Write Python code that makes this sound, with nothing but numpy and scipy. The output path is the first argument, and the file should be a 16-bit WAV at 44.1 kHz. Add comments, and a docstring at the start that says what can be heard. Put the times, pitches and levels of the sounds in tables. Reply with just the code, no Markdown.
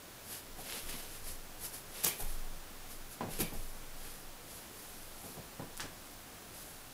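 """A quiet, carpeted living room, where a person shifts from a lunge into a side stretch on a foam mat.
Sliding friction makes clothes swish and skin drag and scuff; sticking skin snaps and squeaks once.
Hands and heels thud on a springy floor and excite its modes, and a joint cracks.
One microphone picks it up over room tone, its own hiss and a thin electronic whine."""
import sys
import numpy as np
from scipy import signal
from scipy.fft import rfft, irfft
from scipy.io import wavfile

SR = 44100
rng = np.random.default_rng(int(sys.argv[2]) if len(sys.argv) > 2 else 0)


def bounce(signal):
    """Save signal as a 16-bit WAV file at the path given by the first command-line argument."""
    frames = np.transpose(np.atleast_2d(signal))
    limited = np.clip(frames, -1, 1)
    pcm = np.round(limited * 32767).astype(np.int16)
    wavfile.write(sys.argv[1], SR, pcm)


N = 305678
T = np.arange(N) / SR

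# Spectrum of room tone and microphone hiss: f/Hz, relative level/dB
BACKGROUND_SPECTRUM = [(26, -36), (45, -1), (106, -1.5), (145, -3.5), (243, -3.5), (334, -4.5), (377, -5),
                       (662, -6.5), (748, -5), (805, -8), (1680, -10), (1940, -12), (13400, -17.5),
                       (15500, -17)]
# Cloth sliding on cloth, one stroke per move of a limb: peak t/s, level/dB, rise/s, fall/s
CLOTH_STROKES = [(.338, -43.5, 0.036, 0.034), (.607, -50, 0.017, .02), (.73, -45.5, 0.054, 0.095),
                 (.895, -46, .01, .025), (.96, -49, .03, .08), (1.155, -50.5, 0.037, 0.028),
                 (1.29, -45, 0.029, 0.033), (1.655, -41, 0.024, 0.019), (1.748, -44.5, 0.017, 0.029),
                 (1.99, -47.5, 0.042, 0.066), (2.29, -50, .015, 0.065), (2.93, -51.5, .03, 0.022),
                 (3.135, -50.5, 0.022, 0.016), (3.32, -48.5, .016, 0.067), (3.55, -54.5, .02, 0.17),
                 (4.06, -52, .05, 0.093), (4.52, -52, 0.031, 0.086), (4.79, -54, .04, 0.28),
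                 (5.28, -52, 0.061, 0.066), (6.08, -61, .1, 0.063), (6.575, -52, .028, 0.13)]
# Spectrum of a cloth swish, including the microphone's peak near 11 kHz: f/Hz, relative level/dB
CLOTH_SPECTRUM = [(150, -5.5), (450, -4), (1200, -9.5), (2500, -10.5), (5000, -8.5), (8000, -6.5),
                  (10000, -2), (11400, 2), (13000, -8), (15500, -10.5)]
# Skin dragging over the mat: peak t/s, level/dB, rise/s, fall/s
SKIN_DRAGS = [(.335, -53, .012, 0.047), (.735, -45.5, .05, 0.064), (.897, -48.5, .012, 0.095),
              (1.14, -58.5, .02, .03), (1.29, -61, .03, .03), (1.965, -50.5, 0.017, 0.074),
              (2.295, -60, .02, .06), (3.335, -51.5, 0.027, 0.054), (4.05, -58, 0.046, .07)]
# Spectrum of dragging skin: f/Hz, relative level/dB
DRAG_SPECTRUM = [(150, -16.5), (450, -0.5), (1000, -8.5), (1800, -4.5), (2800, -2), (4200, -4.5),
                 (6500, -10.5), (12000, -18)]
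# Weight dropping on the joists: t/s, sway level/dB
JOIST_LOADS = [(.5, -47.5), (0.829, -40), (1.22, -41), (2.216, -28), (3.319, -42), (3.546, -34),
               (4.24, -48.5)]
# Hands and feet landing: t/s, contact level/dB, cutoff f/Hz, push time/s, knock f/Hz,
# relative knock level/dB, level of the following weight/dB
LANDINGS = [(.585, -47, 1100, 0.0072, 715, -4, -62), (0.939, -52.5, 450, .004, 238, 11.5, -66),
            (2.04, -39, 950, 0.0081, 430, 0, -56), (2.193, -41, 1400, .016, 840, -2, -58),
            (3.207, -33.5, 1600, 0.0013, 1013, -6.5, -40), (3.261, -42.5, 700, .008, 100, -2, -44),
            (3.388, -39.5, 550, .011, 440, 3, -45), (3.4, -38, 420, 0.0044, 336, 6, -48),
            (3.415, -44, 400, .008, 211, 12, -60), (3.521, -41, 750, 0.006, 270, -4, -58),
            (5.234, -45, 700, .01, 151, 2, -49.5), (5.366, -45, 890, 0.0054, 406, -6, -49),
            (5.5945, -39.5, 1400, .0008, 152, -5, -46), (5.832, -42, 450, 0.0068, 155, 1, -57),
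            (6.719, -55, 600, .009, 186, 0, -59)]
# Spectrum of a blow on the floor: f/Hz, relative level/dB
THUD_SPECTRUM = [(40, -22), (90, 1.5), (170, 1.5), (300, -3), (600, -3), (1000, -10), (1400, -10.5),
                 (3000, -12), (8000, -6)]
# Modes of the floor under the mat: f/Hz, bandwidth/Hz, gain/dB
BOARD_MODES = [(172, 22, -8), (447, 70, -12), (800, 53, 7), (1017, 41, 8)]
# Quick scuffs of a foot: peak t/s, level/dB, rise/s, fall/s, treble tilt/(dB per octave)
FOOT_SCUFFS = [(2.043, -29, 0.0061, 0.0018, 1), (2.048, -18.5, 0.0015, 0.0018, 13),
               (2.066, -31.5, 0.011, 0.031, -1.5), (2.0766, -28, 0.0032, 0.011, 4.5),
               (2.205, -40.5, 0.017, 0.039, 2), (3.409, -30, 0.012, 0.019, -0.5)]
# Spectrum of a foot scuff, including the microphone's peak near 11 kHz: f/Hz, relative level/dB
SCUFF_SPECTRUM = [(240, -27), (400, 2), (560, -14), (663, -4), (1000, -11.5), (1100, -9), (1510, -12.5),
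                  (1740, -4), (1990, -13.5), (2360, -3), (2670, -6.5), (3460, -9), (7790, -8),
                  (11600, -0.5), (15500, -10.5)]
# Snaps of sticking skin, small ticks and joint cracks: t/s, level/dB, f/Hz, relative echo level/dB
SNAPS = [(2.045, -18, 6500, 4), (2.0474, -11.5, 7850, -1), (5.7699, -31, 8000, -5),
         (5.7764, -24, 10400, -2), (5.798, -30.5, 1510, 5), (5.7981, -31, 3230, 3), (5.804, -24, 5430, 2),
         (5.807, -26.5, 8600, 1.5)]


def undb(db):
    """Amplitude ratio of a level in decibels."""
    return 10 ** (np.asarray(db) / 20)


def unit(x):
    """Normalisation to an rms of 1."""
    return x / np.sqrt(np.mean(x ** 2))


def add(out, s, x):
    """Superposition: x adds to out from time s."""
    i = int(s * SR)
    out[i:i + len(x)] += x[:len(out) - i]


def colour(x, points):
    """Minimum-phase filter through (f/Hz, level/dB) points; it conserves the power of white noise."""
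    hz, db = np.transpose(points)
    size = 8192
    f = np.maximum(np.fft.rfftfreq(size, 1 / SR), 1)
    gain = undb(np.interp(np.log(f), np.log(hz), db))
    cepstrum = irfft(np.log(gain))
    cepstrum[1:size // 2] *= 2  # folding onto positive time makes the filter causal
    cepstrum[size // 2 + 1:] = 0
    response = irfft(np.exp(rfft(cepstrum)))
    return signal.fftconvolve(x, response / np.linalg.norm(response))[:len(x)]


def resonate(x, hz, width_hz):
    """Second-order resonance with unit gain at its centre."""
    return signal.lfilter(*signal.iirpeak(hz, hz / width_hz, fs=SR), x)


def wander(rate_hz):
    """Random modulation of rms 1, interpolated between rate_hz values a second."""
    knots = rng.standard_normal(4096)
    return unit(np.interp(T * rate_hz, np.arange(len(knots)), knots))


def friction(spread_db, patchy_db, patch_hz):
    """Friction noise is the sum of countless tiny slips of unequal size, coming in patches."""
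    slips = rng.standard_normal(N) * undb(spread_db * np.minimum(rng.exponential(size=N), 2 * np.pi))
    return unit(slips * undb(patchy_db * wander(patch_hz)))


def swell(s, rise_s, fall_s):
    """Speed envelope of one movement: it gathers, peaks at time s and eases off."""
    from_peak = np.maximum((s - T) / rise_s, (T - s) / fall_s)
    return 1 / np.cosh(np.minimum(from_peak, 30))


def effort(moves):
    """Envelope of a run of movements: incoherent sources add in power."""
    return np.sqrt(sum((undb(db) * swell(s, rise, fall)) ** 2 for s, db, rise, fall in moves))


def reverberation(x, t60_s, build_s, treble_t60_ratio=0.63):
    """A diffuse field decays exponentially; carpet and sofa absorb the treble first."""
    t = T[:SR // 2]
    noise = rng.standard_normal(len(t))
    low = signal.sosfilt(signal.butter(1, 5000, fs=SR, output="sos"), noise)
    tail = low * undb(-60 * t / t60_s) + (noise - low) * undb(-60 * t / (t60_s * treble_t60_ratio))
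    tail *= np.minimum(t / build_s, 1)
    return signal.fftconvolve(x, tail / np.linalg.norm(tail))[:len(x)]


def background(tone_db=-51.5, port_hz=11200, port_db=-12, whine_hz=15000, whine_db=-69):
    """Noise floor: room tone and hiss, lifted by the microphone port's resonance, and electronic whine."""
    tone = colour(rng.standard_normal(N), BACKGROUND_SPECTRUM) * undb(tone_db + 0.19 * wander(3.79))
    port = undb(port_db) * resonate(tone, port_hz, 1900)
    whine = undb(whine_db) * np.sqrt(2) * np.sin(2 * np.pi * whine_hz * T)
    return tone + port + whine


def cloth_swishes(rasp_hz=4900, rasp_db=-19):
    """Sliding friction between folds of fabric gives a bright swish; the weave rasps in one band."""
    swish = colour(friction(spread_db=1.8, patchy_db=1.0, patch_hz=110), CLOTH_SPECTRUM)
    rasp = unit(resonate(swish, rasp_hz, 1600))
    return effort(CLOTH_STROKES) * (swish + undb(rasp_db) * rasp)


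def skin_drags():
    """Friction under load: skin drags on the mat with a lower, rougher sound than cloth."""
    slips = friction(spread_db=3.7, patchy_db=0.88, patch_hz=70)
    return colour(effort(SKIN_DRAGS) * slips, DRAG_SPECTRUM)


def joist_sway(first_hz=19, t60_s=1.85, second_hz=43, second_db=-18, rumble_hz=66, rumble_db=-23):
    """Free vibration: after each load the floor rumbles and sways in its lowest modes, never at rest."""
    out, t = np.zeros(N), T[:2 * SR]
    fade = undb(-60 * t / t60_s)
    onset = 1 - np.exp(-(t / 0.011) ** 2)
    sway = np.sin(2 * np.pi * first_hz * t) * fade
    sway += undb(second_db) * np.sin(2 * np.pi * second_hz * t) * fade ** 2
    for s, db in JOIST_LOADS:
        noise = rng.standard_normal(len(t))
        rumble = unit(resonate(resonate(noise, rumble_hz, 45), rumble_hz, 45))
        add(out, s, undb(db) * (sway + undb(rumble_db) * rumble * fade ** 2) * onset)
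    tremor = resonate(resonate(rng.standard_normal(N), first_hz, 2.4), first_hz, 14)
    unevenness = undb(2.0 * wander(7.3))
    return out * unevenness + undb(-57) * unit(tremor)


def thud(cutoff_hz, push_s, knock_hz, knock_db, knock_t60_s=0.073, tail_db=-3, tail_t60_s=0.34):
    """A padded impact of given attack and brightness excites floor modes and dies away in the room."""
    t = T[:SR // 2]
    blow = undb(-60 * t / knock_t60_s)
    tail = undb(tail_db - 60 * t / tail_t60_s)
    shake = colour(rng.standard_normal(len(t)), THUD_SPECTRUM)
    shake += sum(undb(db) * resonate(shake, hz, width) for hz, width, db in BOARD_MODES)
    shake = unit(signal.sosfilt(signal.butter(2, cutoff_hz, fs=SR, output="sos"), shake))
    # each spot on the floor favours one heavily damped mode
    knock = undb(knock_db) * np.sqrt(2) * np.sin(2 * np.pi * knock_hz * t)
    contact = 1 - np.exp(-2 * t / push_s)
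    return contact * (knock * blow + shake * np.hypot(blow, tail))


def landings(weight_lag_s=0.023):
    """Impact in two stages: a hand or foot touches down, then the weight follows as a dull, low blow."""
    out = np.zeros(N)
    for s, db, cutoff_hz, push_s, knock_hz, knock_db, weight_db in LANDINGS:
        add(out, s, undb(db) * thud(cutoff_hz, push_s, knock_hz, knock_db))
        weight = thud(cutoff_hz=437, push_s=0.0087, knock_hz=176, knock_db=1.5)
        add(out, s + weight_lag_s, undb(weight_db) * weight)
    return out


def foot_scuffs(ring_db=-5, echo_db=-12):
    """A foot skids and grips by friction; something in the room rings faintly in sympathy."""
    skids = np.zeros(N)
    for s, db, rise, fall, tilt in FOOT_SCUFFS:
        speed = np.exp(np.minimum((T - s) / rise, (s - T) / fall).clip(-50))
        near = slice(int((s - 0.2) * SR), int((s + 0.3) * SR))
        skid = undb(db) * speed * friction(spread_db=2.8, patchy_db=0.67, patch_hz=500)
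        add(skids, T[near][0], colour(skid[near], [(1000, 0), (16000, 4 * tilt)]))
    direct = colour(skids, SCUFF_SPECTRUM)
    modes = resonate(direct, 2380, 320) + 1.16 * resonate(direct, 3130, 690)
    ring = reverberation(modes, t60_s=0.18, build_s=0.059)
    echo = reverberation(direct, t60_s=0.82, build_s=0.0035)
    return direct + undb(ring_db) * ring + undb(echo_db) * echo


def snaps(gain_db=4, decay_cycles=0.75):
    """Sudden release of skin or a joint gives a damped oscillation of a cycle or two, then an echo."""
    direct, to_room, t = np.zeros(N), np.zeros(N), T[:SR // 100]
    for s, db, hz, echo_db in SNAPS:
        snap = undb(db + gain_db) * np.sin(2 * np.pi * hz * t) * np.exp(-t * hz / decay_cycles)
        add(direct, s, snap)
        add(to_room, s, snap * undb(echo_db))
    echo = reverberation(to_room, t60_s=0.34, build_s=0.0013)
    return colour(direct + echo, [(300, -3), (1200, 1.5), (11500, 5.5), (15000, 2)])


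def skin_squeak(peak_s=3.535, hz=14200, width_hz=250, level_db=-56):
    """Stick-slip friction: skin grips for an instant and gives a thin, very high band of noise."""
    note = resonate(resonate(rng.standard_normal(N), hz, width_hz), hz, width_hz)
    return undb(level_db) * swell(peak_s, rise_s=0.004, fall_s=0.016) * unit(note)


def scene():
    """Sound pressures superpose at one microphone, which feeds both channels alike."""
    mono = cloth_swishes() + skin_drags() + foot_scuffs() + landings()
    mono += snaps() + skin_squeak() + joist_sway() + background()
    return np.array([mono, mono])


def record(dry, cutoff_hz=15600):
    """Band limiting: the recorder's steep low-pass filter removes the highest treble."""
    return signal.sosfilt(signal.ellip(12, 0.1, 80, cutoff_hz, fs=SR, output="sos"), dry)


dry = scene()
out = record(dry)
bounce(out)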